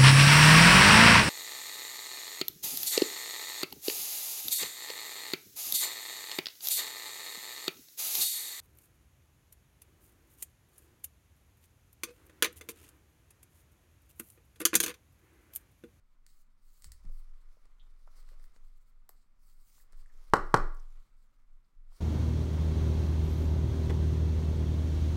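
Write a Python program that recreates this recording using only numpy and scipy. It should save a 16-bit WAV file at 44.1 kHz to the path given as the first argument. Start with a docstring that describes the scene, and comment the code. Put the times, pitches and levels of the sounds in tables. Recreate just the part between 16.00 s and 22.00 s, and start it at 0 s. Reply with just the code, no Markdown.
"""Soft plastic film hisses and snaps as a trading card slides into a sleeve, then into a rigid holder,
close to a desk microphone in a small room. Fingers rub and bump the plastic. Then, loudest of all,
the holder's edge is rapped twice on the padded table to seat the card, and the room rings briefly.
Every movement shakes the microphone stand a little."""
import sys
import numpy as np
from scipy import signal
from scipy.fft import rfft, irfft, next_fast_len
from scipy.io import wavfile
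from scipy.ndimage import uniform_filter1d

SR = 44100
rng = np.random.default_rng(int(sys.argv[2]) if len(sys.argv) > 2 else 0)


def unload_wav(signal):
    """Save mono or channel-first audio to the path in sys.argv[1] as 16-bit WAV at rate SR, clipped to [-1, 1]."""
    wavfile.write(
        sys.argv[1],
        SR,
        np.round(np.clip(np.atleast_2d(signal).T, -1, 1) * 32767).astype(np.int16),
    )


N = 264820
TIME = np.arange(N) / SR

# raps on the table, close to the microphone:
# (time [s], knock gain [dB], crack peak [dB], thud gain [dB], stand sway gain [dB])
RAPS = [(4.3359, 0.5, -21, -42, -26.5), (4.5415, 0.5, -20, -23, -19.5)]
# modes of the table and holder: (frequency [Hz], relative level [dB], t60 [s])
TABLE_MODES = [(477.3, -14, 0.022), (536, -20.5, 0.082), (638, -23, 0.0053), (770.7, -20, 0.14),
               (1060, -1.32, 0.0075), (1452, -17.5, 0.033), (1550, -15.5, 0.018), (2064, -30.5, 0.031)]
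# the holder's plastic crack: (frequency [Hz], relative level [dB])
CRACK_SPECTRUM = [(1500, -13.5), (2250, -8), (2600, 5), (3000, 5.5), (3550, -3), (4150, 6), (4900, -0.5),
                  (5450, 4.5), (6200, -3.5), (8100, -2), (9900, -7), (11500, -13.5), (13000, -13),
                  (16000, -23.5)]
# reflections off surfaces beside the microphone: (delay [s], gain [dB])
NEAR_ECHOES = [(.0039, -8), (.00765, -13)]
def holder_raps(thud_hz=120, thud_t60=0.14, mat_hz=2200, crack_lag_s=0.00082, crack_t60=0.013,
                crack_echo_db=-8):
    """The holder's edge hits the mat: a dead knock, a thud and a crack, mirrored by near surfaces."""
    knock, crack = np.zeros(N), np.zeros(N)
    body = sum((-1) ** (k + 1) * from_db(db) * ring(hz, t60)
               for k, (hz, db, t60) in enumerate(TABLE_MODES))
    mat = signal.butter(4, mat_hz, fs=SR, output="sos")   # the mat softens the blow
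    for s, knock_db, crack_db, thud_db, _ in RAPS:
        blow = from_db(knock_db) * body + from_db(thud_db) * ring(thud_hz, thud_t60)
        add(knock, s, signal.sosfilt(mat, blow))
        add(crack, s + crack_lag_s, from_db(crack_db) * click(crack_t60, CRACK_SPECTRUM))
    out = knock + crack
    for delay, db in NEAR_ECHOES:
        add(out, delay, -from_db(db) * (knock + from_db(crack_echo_db) * crack))
    return out


# snaps of the sleeve, close up: (time [s], peak level [dB], tilt [dB/octave])
FILM_SNAPS = [(0.2646, -48.5, -0.5), (0.8216, -45.5, 1.5), (0.8432, -36.5, 0), (.8522, -48, 8),
              (.919, -36, 1.9), (1.052, -56, -4), (1.655, -57.5, -4), (2.2889, -55, -5.5),
              (2.397, -57, -6.5), (2.441, -54.5, -5), (2.5626, -57.5, -7), (3.0918, -45, 0.5),
              (3.9235, -54, 1), (3.9314, -54, -7), (4.748, -50, 6), (5.967, -56, 0)]
# a snap before its tilt: (frequency [Hz], relative level [dB])
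SNAP_SPECTRUM = [(400, -12), (1100, -11), (1600, -1), (2000, 2.5), (2450, -9.5), (3500, -6.5), (4400, 2.5),
                 (5300, 2), (6000, -3), (8100, 4.5), (11000, -4), (12800, -10.5), (16000, -2)]
def film_snaps(snap_t60=0.0091, shiver_t60=0.13, shiver_db=-14):
    """Card corners catch and the film snaps, then shivers on faintly."""
    out = np.zeros(N)
    for s, db, tilt in FILM_SNAPS:
        spectrum = [(hz, level + tilt * np.log2(hz / SR)) for hz, level in SNAP_SPECTRUM]
        snap = click(snap_t60, spectrum)
        shiver = from_db(shiver_db) * click(shiver_t60, spectrum)
        add(out, s, from_db(db) * (snap + shiver))
    return out


# pushes of the card, close up: (start [s], length [s], final level [dB], top treble gain [dB])
PUSHES = [(0.25, 0.085, -71, -1), (0.344, 0.075, -76, 4), (0.592, 0.21, -72, 3), (0.81, 0.059, -64, -3),
          (1.084, 0.11, -76, 8.5), (2.14, 0.066, -66.5, -3), (2.412, 0.041, -76, 7),
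          (2.524, 0.045, -73.5, -8), (2.623, 0.061, -80.5, 1), (2.749, 0.027, -76.5, 0.5),
          (2.8, .025, -80, -2), (2.852, 0.047, -85, 5), (3.13, 0.1, -76.5, -14), (3.382, 0.15, -71.5, 2.5),
          (3.521, 0.3, -67, 3), (3.953, 0.06, -70, -3), (4.76, .22, -79.5, -12), (5.148, 0.089, -81, -2.5),
          (5.899, 0.1, -70, -3)]
# card sliding on film: (frequency [Hz], relative level [dB])
SLIDE_SPECTRUM = [(900, -18), (1500, -10), (2000, -5), (2600, -9.5), (3600, -10.5), (4400, -1.5),
                  (6100, -5), (8100, -1.5), (10600, -7), (14500, -6), (16000, -2)]
def card_slide(crossover_hz=9500):
    """Each push makes the card hiss along the film; each push has its own share of high treble."""
    speed, sheen = np.zeros(N), np.zeros(N)
    for start, length, db, treble_db in PUSHES:
        stroke = from_db(db) * push(start, length)
        speed += stroke
        sheen += stroke * from_db(treble_db)
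    out = np.zeros(N)
    for envelope, side in ((speed, "low"), (sheen, "high")):
        crossover = signal.butter(2, crossover_hz, side, fs=SR, output="sos")
        hiss = friction(SLIDE_SPECTRUM, grain_db=3.5, flutter_db=2.0)
        out += envelope * signal.sosfilt(crossover, hiss)
    return out


def push(start, length, attack_s=0.0066, ease_share=.3, swell_db_per_s=30, release_s=0.016):
    """Envelope of a push that takes hold, gathers speed and lets go; longer ones start more gently."""
    since, past = TIME - start, TIME - start - length
    attack = np.clip(since / (attack_s + ease_share * length), 0, 1)
    swell = from_db(swell_db_per_s * np.minimum(past, 0))
    return attack * swell * np.exp(-np.clip(past / release_s, 0, 20))


def pocket(hiss, round_trip_s=.00023, reflection=0.31, wander=0.19):
    """The gap between the sheets resonates, its pitch wandering at random."""
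    lag = round_trip_s * np.exp(wander * drift(10.0))
    return (hiss + reflection * np.interp(TIME - lag, TIME, hiss)) / np.hypot(1, reflection)


# bumps at the desk, near the microphone: (time [s], peak level [dB], frequency [Hz])
HAND_BUMPS = [(0.844, -53, 1260), (.848, -64, 131), (0.859, -47, 52), (1.044, -54, 163), (1.05, -52, 75.5),
              (1.051, -67, 786), (1.098, -63.5, 480), (1.569, -61.5, 547), (1.653, -69, 480),
              (2.074, -58, 680), (2.075, -53, 1060), (2.315, -62.5, 480), (3.093, -63.5, 405),
              (3.092, -53, 884), (3.78, -63.5, 1110), (5.921, -62, 900)]
def bumps(t60_cycles=13):
    """Fingers and card edges bump the plastic, and hands bump the table."""
    return touches([(s, db, hz, t60_cycles / hz) for s, db, hz in HAND_BUMPS], octaves=0.67)


# squeaks and ticks, close up: (time [s], peak level [dB], frequency [Hz], t60 [s])
PLASTIC_SQUEAKS = [(1.7965, -61, 3400, 0.15), (3.092, -41, 13000, 0.009), (3.8, -66, 1820, .07),
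                   (4.059, -60, 1810, 0.017), (4.06, -65.5, 8000, .05), (4.097, -64.5, 1800, 0.043),
                   (4.768, -63.5, 5750, 0.04), (4.796, -60, 5700, 0.035), (4.8, -63.5, 7760, 0.049),
                   (5.6457, -76, 4610, 0.021)]
def squeaks():
    """The plastic sticks and slips in short squeaks and high ticks."""
    return touches(PLASTIC_SQUEAKS, octaves=0.29)


# grip while sleeving, seating and showing the card: (time [s], firmness [dB])
SLEEVING_GRIP = [(0.0, -85.5), (0.77, -84.5), (0.96, -80), (1.49, -81.5), (2.0, -82), (2.23, -77.5),
                 (2.37, -78.5), (2.53, -80.5), (2.72, -83.5), (3.28, -86), (3.89, -82)]
SEATING_GRIP = [(3.98, -80), (4.13, -79.5), (4.3, -77)]
SHOWING_GRIP = [(5.0, -80), (5.11, -83), (5.816, -86.5), (5.98, -76.5)]
def grip(db, follows, light_grip_db=-80.5):
    """Gain of a layer: `db` at a light grip, rising `follows` dB for each dB of firmer grip."""
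    times, firmness = np.vstack([SLEEVING_GRIP, SEATING_GRIP, SHOWING_GRIP]).T
    return from_db(db + follows * (np.interp(TIME, times, firmness) - light_grip_db))


# skin on plastic, close up: (frequency [Hz], relative level [dB])
RUB_SPECTRUM = [(120, -9.5), (200, -4.5), (440, 1), (750, -3), (1250, 5), (1700, -5.5), (2100, -2),
                (2700, -10), (4900, -16), (8000, -15.5), (11000, -31.5)]
def finger_rub():
    """Fingertips rub the outside of the plastic, louder under a firm grip."""
    return grip(db=-79, follows=1.5) * friction(RUB_SPECTRUM, grain_db=3.0, flutter_db=2.0)


# film flexing in the hand, close up: (frequency [Hz], relative level [dB])
FLEX_SPECTRUM = [(1500, -10.5), (3000, -3.5), (4500, -2), (8000, -5), (11000, -7), (16000, -10)]
def film_rustle():
    """The grip flexes the film into a fine rustle."""
    return grip(db=-82.5, follows=2.2) * friction(FLEX_SPECTRUM, grain_db=2.5, flutter_db=3.0)


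def film_crinkles(per_s=14, spread_db=3, t60=.006):
    """The film clicks at random under the fingers, louder under a firm grip."""
    sizes = from_db(spread_db * np.minimum(rng.exponential(1, N), 3))
    impulses = sizes * (rng.random(N) < per_s / SR) * grip(db=-71.5, follows=2.2)
    return signal.fftconvolve(impulses, click(t60, FLEX_SPECTRUM))[:N]


# the hands jolt the microphone stand: (time [s], sway gain [dB])
STAND_JOLTS = [(.79, -42), (1.01, -27.5), (3.9, -40.5), (5.72, -37.5)]
# handling felt through the stand: (frequency [Hz], relative level [dB])
RUMBLE_SPECTRUM = [(12, 6), (20, 6), (30, -16.5), (45, -22), (70, -43), (120, -48), (250, -74)]
def microphone_stand(sway_hz=20.0, sway_t60=0.99, sway_lag_s=.02, build_up_s=.04):
    """The stand rumbles with the handling and swings after each jolt and rap."""
    rumble = colour(band(rng.standard_normal(N), 15, 300), RUMBLE_SPECTRUM)
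    out = grip(db=-50, follows=1.1) * rms_one(rumble)
    build_up = 1 - np.exp(-(TIME[:SR] / build_up_s) ** 2)
    swing = ring(sway_hz, sway_t60, size=SR) * build_up
    for s, *_, sway_db in STAND_JOLTS + RAPS:
        add(out, s + sway_lag_s, -from_db(sway_db) * swing)
    return out


# the small room's tail, heard from the desk: (frequency [Hz], relative level [dB], t60 [s])
ROOM_BANDS = [(71.5, -11, .35), (120, -13.5, 0.34), (157.7, -8, 0.3), (286, -4.5, 0.33), (480, -13, 0.42),
              (680, -9, 0.4), (900, -19, 0.47), (1300, -5, 0.4), (1593, -10.5, 0.38), (2080, -7, 0.4),
              (2920, -13, 0.3305), (3856, -12.5, 0.4), (8000, -13, .3), (15000, -14, .2)]
def room_tail(x, gap_s=.007, build_up_s=0.0035):
    """Diffuse echoes build up after a short gap, fade evenly and die faster in the treble."""
    size = SR // 2
    hz = np.fft.rfftfreq(size, 1 / SR)
    white = np.exp(2j * np.pi * rng.random(len(hz)))   # flat spectrum, random phases
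    build_up = np.clip((TIME[:size] - gap_s) / build_up_s, 0, 1)
    response = np.zeros(size)
    for centre_hz, db, t60 in ROOM_BANDS:
        share = at_hz([(f, f == centre_hz) for f, *_ in ROOM_BANDS], hz)   # triangular band
        echoes = irfft(white * share, size)
        power = uniform_filter1d(echoes ** 2, size=SR // 50, mode="wrap")
        echoes *= np.sqrt(power.mean() / power)   # a cluttered room: no reflection stands out
        response += from_db(db) * echoes * rms_one(dying(t60) * build_up)
    return signal.fftconvolve(x, response)[:N]


# reflections off the walls, farther from the microphone: (delay [s], gain [dB])
WALL_ECHOES = [(.0208, -19.5), (0.0305, -18.5)]
def wall_echoes(raps):
    """The walls throw each rap back as two distinct echoes."""
    out = np.zeros(N)
    for delay, db in WALL_ECHOES:
        add(out, delay, from_db(db) * raps)
    return out


# the strongest room modes at the desk: (frequency [Hz], relative level [dB])
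ROOM_MODES = [(123.8, -49), (376.8, -48.5), (694.4, -54.5), (850.6, -48), (1104, -47.5), (1147, -43.5),
              (1238, -47.5), (1405, -51.5), (1491, -52.5), (1658, -55.5), (1830, -60.5), (1900, -60.5)]
def standing_waves(gain_db=4.5, t60=.33, min_lag_s=.012):
    """Each rap sets a few room modes ringing above the tail."""
    out = np.zeros(N)
    for hz, db in ROOM_MODES:
        lag = min_lag_s * (1 + rng.random())
        for s, knock_db, *_ in RAPS:
            add(out, s + lag, from_db(gain_db + db + knock_db) * ring(hz, t60))
    return out


# noise floor at the microphone: (frequency [Hz], relative level [dB])
ROOM_TONE_SPECTRUM = [(70, -7), (120, -6.5), (170, -13.5), (250, -12), (380, -28), (800, -26.5),
                      (1000, -23.5), (1250, -23.5), (1550, -26), (2100, -28.5), (2800, -34), (4700, -37.5),
                      (16000, -43.5)]
def room_tone(db=-80):
    """The still room and the microphone's own hiss lie under everything."""
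    return from_db(db) * rms_one(colour(rng.standard_normal(N), ROOM_TONE_SPECTRUM))


def touches(rows, octaves):
    """Small contacts, each exciting one damped resonance `octaves` wide."""
    out = np.zeros(N)
    half_width = 2 ** (octaves / 2)
    for s, db, hz, t60 in rows:
        resonance = band(burst(t60), hz / half_width, hz * half_width)
        add(out, s, from_db(db) * peak_one(resonance))
    return out


def friction(spectrum, grain_db, flutter_db):
    """Countless micro-slips of uneven size, under a pressure that wavers."""
    slips = rng.standard_normal(N) * from_db(grain_db * np.minimum(rng.exponential(1, N), 6))
    pressure = from_db(flutter_db * drift(53))
    return rms_one(colour(slips * pressure, spectrum))


def click(t60, spectrum):
    """A coloured burst of unit peak."""
    return peak_one(colour(burst(t60), spectrum))


def burst(t60):
    """A dying cluster of tiny contacts that favours no frequency."""
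    spectrum = rfft(rng.standard_normal(SR) * dying(t60, size=SR))
    return irfft(spectrum / np.abs(spectrum), SR)[:SR // 2]


def ring(hz, t60, size=SR // 2):
    """One struck mode."""
    return np.sin(2 * np.pi * hz * TIME[:size]) * dying(t60, size)


def dying(t60, size=SR // 2):
    """Envelope that falls 60 dB in t60 seconds."""
    return np.exp(-np.minimum(np.log(1000) * TIME[:size] / t60, 60))


def drift(knots_per_s):
    """Slow wander between random values of spread 1."""
    knots = rng.standard_normal(4096)
    return np.interp(TIME * knots_per_s, np.arange(len(knots)), knots)


def colour(x, spectrum):
    """Causal (minimum-phase) filter with the given spectrum."""
    size = next_fast_len(len(x) // 2 + 2048) * 2
    hz = np.arange(size // 2 + 1) * SR / size
    cepstrum = irfft(np.log(from_db(at_hz(spectrum, hz))))
    cepstrum[1:size // 2] *= 2
    cepstrum[size // 2 + 1:] = 0
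    return irfft(rfft(x, size) * np.exp(rfft(cepstrum)))[:len(x)]


def band(x, low_hz, high_hz):
    """Second-order band-pass."""
    edges = [low_hz, min(high_hz, SR / 2 - 1000)]
    return signal.sosfilt(signal.butter(2, edges, "band", fs=SR, output="sos"), x)


def at_hz(rows, hz):
    """Read a table on a log-frequency axis."""
    frequencies, values = np.transpose(rows)
    return np.interp(np.log(np.maximum(hz, 1)), np.log(frequencies), values)


def add(out, s, sound):
    """Mix a sound in at s seconds."""
    i = int(s * SR)
    out[i:i + len(sound)] += sound[:N - i]


def from_db(db):
    """Decibels to gain."""
    return 10 ** (np.asarray(db) / 20)


def rms_one(x):
    """Scale to unit power."""
    return x / np.sqrt(np.mean(x ** 2) + 1e-30)


def peak_one(x):
    """Scale to unit peak."""
    return x / np.abs(x).max()


def scene():
    """One desk microphone: the handling is close to it, and the raps fill the room behind."""
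    raps = holder_raps()
    contacts = bumps() + film_snaps() + squeaks()
    hiss = card_slide() + film_rustle()
    handling = contacts + finger_rub() + pocket(hiss) + film_crinkles()
    air = room_tone()
    into_room = from_db(-1.0) * raps + from_db(-1.04) * handling
    echoes = room_tail(into_room) + wall_echoes(raps) + standing_waves()
    return (raps + handling + echoes + microphone_stand() + air)[None]


def record(dry, cutoff_hz=15900):
    """The highest treble is cut steeply."""
    return signal.sosfilt(signal.ellip(10, .1, 80, cutoff_hz, fs=SR, output="sos"), dry)


dry = scene()
out = record(dry)
unload_wav(out)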